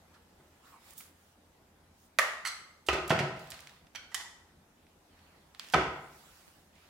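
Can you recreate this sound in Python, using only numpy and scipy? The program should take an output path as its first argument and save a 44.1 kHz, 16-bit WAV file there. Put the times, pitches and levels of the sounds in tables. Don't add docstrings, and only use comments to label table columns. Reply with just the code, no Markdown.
import sys
import numpy as np
from scipy import signal
from scipy.fft import rfft, irfft, next_fast_len
from scipy.io import wavfile
from scipy.ndimage import uniform_filter1d

SR = 44100
rng = np.random.default_rng(int(sys.argv[2]) if len(sys.argv) > 2 else 0)


def waveform_to_disk(signal):
    frames = np.transpose(np.atleast_2d(signal))
    scaled = np.clip(frames, -1, 1) * 32767
    samples = np.round(scaled).astype(np.int16)
    wavfile.write(sys.argv[1], SR, samples)


N = 303849
SPAN = 2 ** 15
HZ = np.fft.rfftfreq(SPAN, 1 / SR)
T = np.arange(SPAN) / SR

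# f/Hz, side minus mid level/dB
ROOM_WIDTH = [(30, -50), (110, -40.5), (200, -26.5), (400, -17.5), (700, -7), (1300, -4.5), (2400, 0.5),
              (8000, -0.5)]


def amp(db):
    return 10 ** (np.asarray(db) / 20)


def unit(x):
    return x / np.sqrt(np.mean(x ** 2) + 1e-20)


def along(points, hz):
    f, v = np.transpose(points)
    return np.interp(np.log(hz + 1), np.log(f + 1), v)


def curve(rows, order):
    rows = np.array(rows)
    return np.interp(np.arange(N) / SR, rows[:, 0], rows[:, order])


def filtered(x, response):
    m = next_fast_len(N + SR // 2)
    spectrum = rfft(x, m) * response(np.fft.rfftfreq(m, 1 / SR))
    return irfft(spectrum, m)[..., :N]


def spread(side_table, hz):
    return np.array([np.ones_like(hz), amp(along(side_table, hz))])


def left_right(mid, side):
    return np.array([mid + side, mid - side])


def wide(colour, side_table, patchy_db):
    z = signal.stft(rng.standard_normal((2, N)), nperseg=512)[2]
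    field = rng.standard_normal(z.shape[1:])
    field = uniform_filter1d(field, size=6, axis=0)
    field = uniform_filter1d(field, size=10, axis=1)
    pair = signal.istft(z * amp(patchy_db * unit(field)), nperseg=512)[1][:, :N]
    mid, side = filtered(pair, lambda hz: colour(hz) * spread(side_table, hz))
    return unit(left_right(mid, side))


def air():
    # f/Hz, width of its wavering part/Hz, level/dB before the two-part mix below
    hum_hz, width_hz, hum_db = (84, 5, -73)
    # f/Hz, relative level/dB
    tone_colour = [(12, -52.5), (20, -19), (53, -4.5), (84, -5.5), (114, -11.5), (160, -5), (351, -10),
                   (428, -13), (535, -13), (839, -13.5), (1080, -17.5), (1690, -21), (3140, -26.5),
                   (14300, -34), (16500, -43.5)]
    # t/s, level/dB
    tone_drift = [(0, -62.5), (.5, -64.5), (1.5, -65), (4.8, -64.5), (5.4, -63.5), (6.89, -64.5)]
    # f/Hz, side minus mid level/dB
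    tone_width = [(30, -43), (110, -21.5), (200, -15), (400, -8), (800, -4.5), (2000, 0), (8000, 0)]
    waver = unit(filtered(rng.standard_normal(N), lambda hz: 1 / (1 + (2 * (hz - hum_hz) / width_hz) ** 2)))
    steady = np.sin(2 * np.pi * hum_hz * np.arange(N) / SR)
    hum = 1.2 * steady + .35 * waver
    tone = wide(lambda hz: amp(along(tone_colour, hz)), tone_width, patchy_db=1.5)
    return amp(curve(tone_drift, order=1)) * tone + amp(hum_db) * hum


def skin():
    # start t/s, fastest t/s, end t/s, drag level/dB, hiss level/dB
    slides = [(0.125, 0.148, 0.2, -65.5, -88), (.25, 0.496, 0.94, -74.5, -76.5),
              (0.62, 0.687, 0.84, -66, -68.5), (0.789, 0.912, 0.98, -62, -61),
              (0.95, 0.988, 1.12, -68, -57.5), (1.05, 1.24, 1.43, -77, -73),
              (1.908, 2.054, 2.094, -89, -69), (3.319, 3.457, 3.88, -58, -65.5),
              (5.006, 5.232, 5.67, -68.5, -79), (5.556, 5.7, 5.78, -61, -63),
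              (5.793, 6.3, 6.78, -65, -64.5), (6.72, 6.805, 7.1, -65, -73)]
    # f/Hz, relative level/dB
    drag_colour = [(150, -82), (500, -5), (1200, 0.5), (2500, -4.5), (5000, -9.5), (9000, -31)]
    # f/Hz, relative level/dB
    hiss_colour = [(1470, -37), (2500, -2), (7260, 5), (14400, 0), (16000, 3), (16500, -22.5)]
    # t/s, squeak f/Hz, gain on the wavering tone/dB
    squeak_path = [(.64, 1400, -80), (.68, 1250, -54.5), (.74, 1080, -57.5), (.82, 950, -67),
                   (.86, 900, -86)]
    press, curl = 1.27, 1.03

    drag = wide(lambda hz: amp(along(drag_colour, hz)), ROOM_WIDTH, patchy_db=3)
    hiss = wide(lambda hz: amp(along(hiss_colour, hz)), ROOM_WIDTH, patchy_db=2.5)
    flutter = wide(lambda hz: 1 / (1 + (hz / 180) ** 2), [(100, -6.5)], patchy_db=2.5)
    squeak = flutter * np.sin(2 * np.pi * np.cumsum(curve(squeak_path, order=1)) / SR)

    start, peak, end, drag_db, hiss_db = np.transpose(slides)
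    t = np.arange(0, N + 64, 64)[:, None] / SR
    swell = (t - start) / (peak - start)
    fade = (end - t) / (end - peak)
    stroke = np.clip(press * np.minimum(swell, fade), 0, 1) ** curl
    drag_gain = np.interp(np.arange(N) / SR, t[:, 0], stroke @ amp(drag_db))
    hiss_gain = np.interp(np.arange(N) / SR, t[:, 0], stroke @ amp(hiss_db))
    rub = drag_gain * drag + hiss_gain * hiss
    rub = rub * amp([[-1.5], [1.5]])
    return rub + amp(curve(squeak_path, order=2)) * squeak


def modes(table):
    total = 0
    for k, (centre, width, db) in enumerate(table):
        ring = 1j * HZ * width / (centre * centre - HZ * HZ + 1j * HZ * width)
        total = total + (-1) ** k * amp(db) * ring
    return total


def detuned(table, pitch_spread, level_spread_db=0):
    return [(hz * rng.normal(1, pitch_spread), width, db + rng.normal(0, level_spread_db))
            for hz, width, db in table]


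def above(hz):
    return (1j * HZ / (hz + 1j * HZ)) ** 2


def hard(db_octave, corner_hz, steep):
    return (1 + 1j * HZ / 500) ** (db_octave / 6) / (1 + 1j * HZ / corner_hz) ** steep


def room():
    # f/Hz, time to fall by 60 dB/s
    echo_time = [(60, 0.85), (300, 0.57), (850, 0.75), (2600, 0.6), (8000, 0.56), (16000, 0.34)]
    hz, t, z = signal.stft(rng.standard_normal((2, SPAN)), SR, nperseg=256)
    dying = z * amp(-60 * t / along(echo_time, hz)[:, None])
    tail = signal.istft(dying, SR, nperseg=256)[1][:, :SPAN]
    tail = tail * (1 - np.exp(-(T / 0.0013) ** 2)) * (T < .6)
    spectrum = rfft(tail / np.linalg.norm(tail[0])) * spread(ROOM_WIDTH, HZ)
    mid, side = spectrum / (1 + 1j * HZ / 10000)
    return left_right(mid, side)


def add(out, s, db, pan_db, chatter, body, wet_db, blow, push=0):
    t = T[:SPAN // 4]
    impacts = rng.standard_normal(SPAN // 4) * amp(3.9 * rng.standard_normal(SPAN // 4))
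    rise = 1 - np.exp(-t / min(.0008, chatter / 4))
    volley = impacts * np.exp(-t / chatter) * rise
    volley[0] = blow * np.linalg.norm(volley)
    strength = np.linalg.norm(volley)

    whole = strength * (body + push)
    gain = amp(db) / np.sqrt(np.sum(irfft(whole) ** 2) / (chatter * SR + 60))
    sound = rfft(volley, SPAN) * body + strength * push

    shadow = HZ ** 2 / (HZ ** 2 + 700 ** 2)
    lead = np.exp(2j * np.pi * HZ * 3e-6 * pan_db * np.array([[.5], [-.5]]))
    direct = sound * amp(np.outer([.5, -.5], pan_db * shadow)) * lead
    late = np.exp(-2j * np.pi * HZ * .7 * chatter)
    echo = amp(wet_db) * whole * late * room()

    start = round(s * SR)
    piece = out[:, start:start + SPAN]
    piece += gain * irfft(direct + echo)[:, :piece.shape[1]]


def ticks():
    # t/s, level/dB before stereo and echo, chatter fading time/s, centre f/Hz
    tick_list = [(.141, -67, 0.01, 3500), (0.907, -52.5, 0.0017, 9100), (.935, -51.5, .0018, 19000),
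                 (.970, -59, 0.0088, 21000), (.978, -44, 0.017, 20000), (1.005, -51.5, .004, 1500),
                 (1.008, -54.5, .003, 7000), (2.864, -50.5, 0.026, 5300), (3.078, -43, .004, 7800),
                 (3.095, -38, 0.017, 2830), (3.393, -56.5, .004, 5760), (3.473, -56.5, 0.0012, 3507),
                 (3.504, -42, 0.0014, 7360), (3.510, -45, .0015, 7000), (3.519, -40, 0.0019, 2500),
                 (3.542, -50.5, 0.0029, 3000), (3.592, -48.5, 0.00076, 2800), (3.605, -50, 0.0012, 5440),
                 (3.672, -46.5, 0.0011, 2630), (3.695, -52.5, 0.0018, 2400), (3.868, -62.5, 0.0046, 1960),
                 (4.135, -61, .004, 1790), (4.867, -65.5, 0.00212, 1990), (5.19, -67, .004, 2470),
                 (5.548, -50.5, 0.0015, 2040), (5.596, -35, 0.00088, 2580), (5.644, -54, 0.0048, 2600),
                 (5.667, -61, .0022, 2200), (5.687, -50, .001, 3500), (5.700, -49, .001, 4000),
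                 (5.723, -49, 0.011, 4860), (6.754, -65, 0.0042, 3000)]
    out = np.zeros((2, N))
    for s, db, chatter, hz in tick_list:
        body = modes([(hz, 1.7 * hz, 0)]) ** 2 * above(300)
        blow = 0.49 * np.exp(-chatter / 0.0065)
        add(out, s, db, -6.5, chatter, body, wet_db=-5, blow=blow)
    return out


def knocks():
    # t/s, level/dB before stereo and echo, left minus right/dB (treble),
    # chatter fading time/s, hardness tilt/dB per octave, relative table thump/dB, spot across the table (0-1)
    knock_list = [(.398, -60.5, -1.5, .012, -5.5, 2, 0.08), (2.886, -21.5, -5.5, 0.007, 0, 1.5, 0.26),
                  (2.930, -30.5, -3, .014, 1, 7.5, 0.32), (2.949, -34, -7, .011, -7, -4, 0.26),
                  (3.105, -20, -5, 0.01, -2, 1.5, 0.49), (3.122, -26, -1, 0.0067, -11, -9, 0.4),
                  (3.190, -29, -7, .01, 0, -10, 0.5), (3.205, -29, -3, 0.0091, -4, 16, 0.45),
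                  (3.363, -43.5, 2, 0.011, 0, 15, .48), (3.528, -51.5, -1, 0.014, 2, 16.5, 0.16),
                  (5.737, -17.5, -7.5, .003, -2.5, -17.5, 0), (5.7426, -17.5, -7, 0.0019, -2, -25, 0),
                  (5.749, -27.5, 3, 0.0092, -2.5, 13, 0.46), (5.762, -28, 1, 0.00837, -7.5, 3, 0.28),
                  (5.780, -26.5, 1.5, .003, -7, -13, 0.29), (5.810, -31.5, -6.5, 0.005, -5, -8, 0.32)]
    # f/Hz, width/Hz, relative level/dB
    table_modes = [(69.4, 10, 0), (145.3, 26, 0), (378, 32.6, 2.5), (653, 51, -2)]
    # f/Hz, width/Hz, relative level/dB
    shell_modes = [(475, 72, -4), (744, 91.6, 3.5), (1036, 24, 3), (1264.4, 79, 9.5), (1530, 70, 0),
                   (1820, 142, 5), (2160, 600, -2), (2635, 280, 7.5), (3580, 97, -2.5), (3740, 770, -8.5)]
    out = np.zeros((2, N))
    for s, db, pan_db, chatter, hard_db, thump_db, spot in knock_list:
        ringing = modes(detuned(shell_modes, 0.02, 2.2))
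        shell = ringing + amp(-2.0) * above(340)
        body = hard(hard_db, 3500, steep=2.61) * shell

        shape = np.abs(np.cos(np.pi * spot * np.arange(1, len(table_modes) + 1)))
        thump = 0
        for k, row in enumerate(table_modes):
            thump = thump + (-1) ** k * shape[k] * modes([row])
        push = amp(9.0 + thump_db) * thump * above(25) * hard(0, 1200, steep=1.7)
        add(out, s, db, pan_db, chatter, body, wet_db=-2.5, blow=0.42, push=push)
    return out


def lid():
    # t/s, how the lid lies, level/dB before stereo and echo, left minus right/dB (treble),
    # chatter fading time/s, hardness tilt/dB per octave, first blow share (0-1)
    contacts = [(2.187, "seated", -15, -7, 0.0019, -2, 0.5), (2.192, "seated", -22, -8, 0.0039, -0.5, .3),
                (2.450, "loose", -33.5, -6.5, 0.0057, 0, 0.2),
                (2.458, "loose", -33.5, -7.5, 0.0062, 1, 0.1),
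                (2.470, "loose", -34.5, -5.5, .011, 2.5, 0.3), (2.476, "loose", -42, -3, .005, 2, .3),
                (2.484, "loose", -39.5, -2.5, .0033, 1.5, .22), (3.949, "slid", -44, -5, .012, -2, 0.13),
                (3.957, "slid", -40, -12.5, .0052, -1, 0.17), (4.117, "held", -55, -9, 0.015, -3.5, .4),
                (4.145, "held", -29, -7, 0.0046, 1.8, 0.67), (4.199, "held", -48, -7, 0.0099, -4.5, 0.1),
                (4.208, "held", -44, -10.5, 0.0064, -2.5, 0.3)]
    thud_db = {"seated": -12, "loose": -18, "slid": -13, "held": -15}
    lid_modes = {
        "seated": [(397, 50, -10), (613, 110, 1.5), (1212, 160, -1), (1902, 210, 5), (2690, 320, -21.5),
                   (4200, 600, -31.5), (6880, 530, -18.5), (9700, 820, -3.5), (14800, 2700, -15.5)],
        "loose": [(1237, 210, 0), (2100, 146, 2), (3030, 460, -14.5), (4180, 80, 0.5), (4520, 140, -3.5),
                  (4880, 160, -8.5), (5020, 80, -7), (5850, 110, -3.5), (6300, 89, -8), (7770, 150, -1.5),
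                  (8580, 300, -14), (9600, 250, -6.5), (10650, 520, -14)],
        "slid": [(1480, 170, -3), (2270, 170, 2), (3150, 145, 1.5), (4410, 150, 2), (5820, 150, -0.5)],
        "held": [(910, 290, -7), (1965, 110, 3), (3150, 110, -6), (3510, 120, -2), (5260, 1300, -11.5),
                 (7100, 1100, -2.5), (10400, 2700, -11)],
    }
    out = np.zeros((2, N))
    for s, state, db, pan_db, chatter, hard_db, blow in contacts:
        ringing = modes(detuned(lid_modes[state], .012))
        plate = (ringing + amp(thud_db[state])) * above(650)
        body = hard(hard_db, 6000, steep=1.75) * plate
        add(out, s, db, pan_db, chatter, body, wet_db=-4.0, blow=blow)
    return out


def scene():
    return air() + skin() + ticks() + knocks() + lid()


def record(dry):
    return filtered(dry, lambda hz: hz < 16150)


dry = scene()
out = record(dry)
waveform_to_disk(out)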